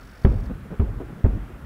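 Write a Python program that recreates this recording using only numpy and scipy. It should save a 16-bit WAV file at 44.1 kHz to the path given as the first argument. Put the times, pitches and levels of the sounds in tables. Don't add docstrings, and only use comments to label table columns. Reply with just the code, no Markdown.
import sys
import numpy as np
from scipy import signal
from scipy.fft import rfft, irfft
from scipy.io import wavfile
from scipy.ndimage import uniform_filter1d

SR = 44100
rng = np.random.default_rng(int(sys.argv[2]) if len(sys.argv) > 2 else 0)


def store_pcm(level_fs):
    pcm = np.round(np.clip(level_fs, -1, 1) * 32767).astype(np.int16)
    wavfile.write(sys.argv[1], SR, np.atleast_2d(pcm).T)


def decibels_to_gain(level_db):
    exponent = np.asarray(level_db, float) / 20
    return 10 ** exponent


N = 72765

# pitch_hz, level_db (per Hz)
AIR_COLOUR = [(12, -25), (28, -13.5), (55, -9.5), (100, -15.5), (240, -20), (520, -28.5), (940, -32),
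              (1350, -28), (3500, -46)]
# pitch_hz, level_db (per Hz)
HISS_COLOUR = [(1470, 0), (2500, -7.5), (3600, -10), (5610, -9.5), (6060, -12), (14900, -13.5),
               (16000, -22)]
AIR_DB, HISS_DB = -44, -65.5

# pitch_hz, width_hz, level_db
CASING_RINGS = [(3710, 210, -3.5), (4590, 330, -1), (5020, 520, 0.5), (5450, 400, -2), (6030, 500, -9),
                (7870, 380, -9), (10400, 1300, -7), (15400, 500, -9.5)]
LAST_STEPS = (.4335, .453)
STEP_FIRST_S, STEP_EVERY_S, STEP_LENGTH_S = -0.014, 0.0206, 0.015
STEP_COUNT, STEP_DB = 21, -60.5

# start_s, level_db, body_hz, spread_s, snap_db (relative to the body)
DISTANT_POPS = [(0.224, -55, 154, 0.0072, 0.5), (0.498, -30, 214, 0.021, -12.5),
                (.645, -41, 190, 0.025, -8.5), (.706, -33, 161.5, 0.029, -13),
                (.714, -38.5, 396, 0.031, -15), (0.886, -43, 378, 0.011, -8.5),
                (1.003, -33.5, 317, 0.023, -22.5), (1.006, -38, 414, 0.017, -19),
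                (1.086, -42.5, 306, .025, -10), (1.099, -41, 160, 0.12, -12), (1.33, -37, 231, 0.044, -26),
                (1.503, -46, 343, .02, -18), (1.547, -56.5, 148, .02, 7), (1.625, -34.5, 100, 0.041, -43)]
POP_WIDTH = 0.45
POP_GAP_S, POP_T60_S, POP_TAIL = 0.0065, 0.16, 0.35

# start_s, push_db, push_s, rebound_db, rebound_s
PRESSURE_JUMPS = [
    (0.2471, -2.5, 0.0038, -2.5, 0.0066),
    (0.7949, -15, 0.0038, -9.5, 0.0075),
    (1.2407, -9, 0.0054, -5.5, 0.0061),
]
# slide_lag_s, slide_rise_s, slide_db, roll_db
WAKE_OF_JUMPS = [
    (0.0046, .045, -12, -21),
    (0.0018, 0.011, -17.5, -26.5),
    (0.00098, 0.012, -15.5, -25.5),
]
# crack_db, slap_db, slap_pitch_share, rebound_skew (under 1 peaks early, over 1 late)
CRACK_AND_SLAP = [
    (-15.5, -22.5, 0.945, 0.66),
    (-30.5, -28.5, 1.06, 0.57),
    (-31.5, -23.5, 0.968, 1.07),
]
# pitch_hz, level_db (per Hz)
CRACK_COLOUR = [(120, -9.5), (300, -7), (780, -21), (1100, -18), (1700, -19.5), (2600, -33), (3600, -41.5),
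                (6000, -77), (9000, -110)]
CRACK_T60_S = 0.032
# pitch_hz, width_hz, level_db
SLAP_RINGS = [(235, 79, -1.5), (387.5, 36.5, -1), (528, 170, -10.5), (770, 280, -21)]
SLAP_HOLD_S, SLAP_T60_S = 0.026, 0.042
SLIDE_HIGH_HZ, SLIDE_LOW_HZ, SLIDE_S = 90.7, 46.1, 0.0385
SLIDE_HOLD_S, SLIDE_T60_S = 0.054, 0.23
# delay_s, length_s, pitch_hz, level_db (relative to the slide)
WALL_ECHOES = [
    (.08, .058, 100, -8),
    (.115, .09, 45, -11),
    (.155, .05, 115, -17),
]
# pitch_hz, level_db (per Hz)
ROLL_COLOUR = [(15, -47), (30, 1), (60, -4.5), (110, -11), (200, -13.5), (400, -21), (660, -30.5),
               (1500, -43), (4000, -61), (6000, -100)]
# pitch_hz, fade_s
ROLL_FADE = [(30, 0.79), (120, 1.76), (400, 0.76), (1200, 1.23), (4000, 0.34)]
ROLL_RISE_S, ROLL_PATCH_DB = 0.0063, 2

FAR_EDGE_HZ = 3800
TOP_EDGE_HZ = 15780
KNEE, HEADROOM = 0.5, 0.17


def evened(x):
    return x / np.sqrt(np.mean(x ** 2) + 1e-20)


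def read(points, hz):
    f, value = np.transpose(points)
    return np.interp(np.log(hz + 1), np.log(f + 1), value)


def add(mix, s, sound):
    at = round(s * SR)
    sound = sound[max(-at, 0):]
    part = mix[max(at, 0):][:len(sound)]
    part += sound[:len(part)]


def coloured_noise(count, points):
    hz = np.fft.rfftfreq(count, 1 / SR)
    spectrum = rfft(rng.standard_normal(count)) * decibels_to_gain(read(points, hz))
    return evened(irfft(spectrum, count))


def resonate(x, hz, width):
    turn = np.exp(2j * np.pi * hz * np.arange(len(x)) / SR)
    r = np.exp(-np.pi * width / SR)
    return 2 * (turn * signal.lfilter([1 - r], [1, -r], x / turn)).real


def ring_twice(x, hz, width):
    return resonate(resonate(x, hz, width), hz, 2 * width)


def bump(t, start, length, skew=1):
    return abs(np.sin(np.pi * np.clip((t - start) / length, 0, 1) ** skew))


def fade(time, t60):
    return decibels_to_gain(-60 * np.maximum(time, 0) / t60)


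def to_patches(x):
    return signal.stft(x, SR, nperseg=1024, noverlap=768)


def from_patches(z):
    return signal.istft(z, SR, nperseg=1024, noverlap=768)[1]


def drift(shape, bands, moments):
    across = uniform_filter1d(rng.standard_normal(shape), bands, axis=0)
    return evened(uniform_filter1d(across, moments, axis=1))


def air():
    _, _, z = to_patches(coloured_noise(N, AIR_COLOUR + [(5000, -58)]))
    wash = from_patches(z * decibels_to_gain(1.3 * drift(z.shape, 10, 12)))[:N]
    return decibels_to_gain(AIR_DB) * evened(wash)


def hiss():
    flicker = evened(uniform_filter1d(rng.standard_normal(N), 1500))
    return decibels_to_gain(HISS_DB + 0.34 * flicker) * coloured_noise(N, [(1500, -35)] + HISS_COLOUR)


def focus_motor():
    t, gate = np.arange(N) / SR, np.zeros(N)
    starts = np.append(STEP_FIRST_S + STEP_EVERY_S * np.arange(STEP_COUNT), LAST_STEPS)
    for s, (db, late) in zip(starts, rng.standard_normal((len(starts), 2))):
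        gate += decibels_to_gain(0.5 * db) * bump(t, s + 0.00028 * late, STEP_LENGTH_S) ** 0.34
    teeth = rng.standard_normal(N) * (rng.random(N) < 12000 / SR)
    ring = sum(decibels_to_gain(db) * evened(ring_twice(teeth, hz, width)) for hz, width, db in CASING_RINGS)
    return decibels_to_gain(STEP_DB) * gate * evened(ring)


def pop(start, db, hz, spread, snap_db):
    t = np.arange(8000) / SR
    held = t < spread + 0.004
    late, size = rng.random((20, 2)).T
    order = np.arange(20)
    at = (order + 0.707 * late * (order > 0)) * POP_GAP_S
    heard = at < spread
    push = (-1.0) ** order * (0.81 + 0.3 * size)
    knocks = np.zeros(8000)
    knocks[(at[heard] * SR).astype(int)] = push[heard]
    tail = rng.standard_normal(8000) * fade(t - spread, POP_T60_S)
    drive = knocks / knocks[held].std() + POP_TAIL * tail
    body = ring_twice(drive, hz, POP_WIDTH * hz)
    snap = resonate(resonate(drive + tail * held, 2.07 * hz, 2.9 * hz), 2.07 * hz, 0.91 * hz)
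    return start, decibels_to_gain(db) * (body / body[held].std() + decibels_to_gain(snap_db) * snap / snap[held].std())


def pressure_jump(t, push_db, push, rebound_db, rebound, skew):
    swing_back = decibels_to_gain(rebound_db) * bump(t, push, rebound, skew) ** 1.28
    return swing_back - decibels_to_gain(push_db) * bump(t, 0, push) ** 2.17


def ground_slap(t, share):
    noise = rng.standard_normal(SR)
    rings = sum(decibels_to_gain(db) * evened(resonate(resonate(noise, share * hz, width), share * hz, 2 * width))
                for hz, width, db in SLAP_RINGS)
    return rings * fade(t - SLAP_HOLD_S, SLAP_T60_S)


def sliding_wave(t, lag, rise):
    late = np.maximum(t - lag, 0)
    hz = SLIDE_LOW_HZ + (SLIDE_HIGH_HZ - SLIDE_LOW_HZ) * np.exp(-(late / SLIDE_S) ** 2)
    turns = np.cumsum(hz * (t > lag)) / SR - 0.52
    shape = np.minimum(late / rise, 1) * fade(late - SLIDE_HOLD_S, SLIDE_T60_S)
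    low = shape * np.cos(2 * np.pi * turns)
    for delay, length, echo_hz, db in WALL_ECHOES:
        low += decibels_to_gain(db) * bump(t, delay, length) * np.sin(2 * np.pi * echo_hz * (t - delay))
    return low


def rolling_tail(t):
    f, times, z = to_patches(coloured_noise(SR, ROLL_COLOUR))
    fading_db = -60 * times / read(ROLL_FADE, f)[:, None]
    z = z * decibels_to_gain(ROLL_PATCH_DB * drift(z.shape, 12, 5) + fading_db)
    return from_patches(z)[:SR] * np.minimum(t / ROLL_RISE_S, 1) ** 2


def boom(start, push_db, push, rebound_db, rebound, lag, rise, slide_db, roll_db,
         crack_db, slap_db, share, skew):
    t = np.arange(SR) / SR
    onset = np.minimum(t / push, 1) ** 2
    sound = pressure_jump(t, push_db, push, rebound_db, rebound, skew)
    sound += decibels_to_gain(crack_db) * coloured_noise(SR, CRACK_COLOUR) * onset * fade(t - push, CRACK_T60_S)
    sound += decibels_to_gain(slap_db) * ground_slap(t, share) * onset
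    sound += decibels_to_gain(slide_db) * sliding_wave(t, lag, rise)
    sound += decibels_to_gain(roll_db) * rolling_tail(t)
    return start, sound


def scene():
    far = np.zeros(N)
    for row in DISTANT_POPS:
        add(far, *pop(*row))
    for jump, wake, crack in zip(PRESSURE_JUMPS, WAKE_OF_JUMPS, CRACK_AND_SLAP):
        add(far, *boom(*jump, *wake, *crack))
    dulled = signal.sosfilt(signal.butter(4, FAR_EDGE_HZ, fs=SR, output="sos"), far)
    return (air() + hiss() + focus_motor() + dulled)[None]


def band_limit(x):
    return signal.sosfilt(signal.butter(12, 16170, fs=SR, output="sos"), x)


def record(dry):
    over = np.maximum(abs(dry) - KNEE, 0)
    limited = np.sign(dry) * (np.minimum(abs(dry), KNEE) + HEADROOM * np.tanh(over / HEADROOM))
    edge = signal.firwin(1023, TOP_EDGE_HZ, window=("kaiser", 9), fs=SR)
    mix = signal.oaconvolve(limited, edge[None], "same")
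    return band_limit(mix)


dry = scene()
out = record(dry)
store_pcm(out)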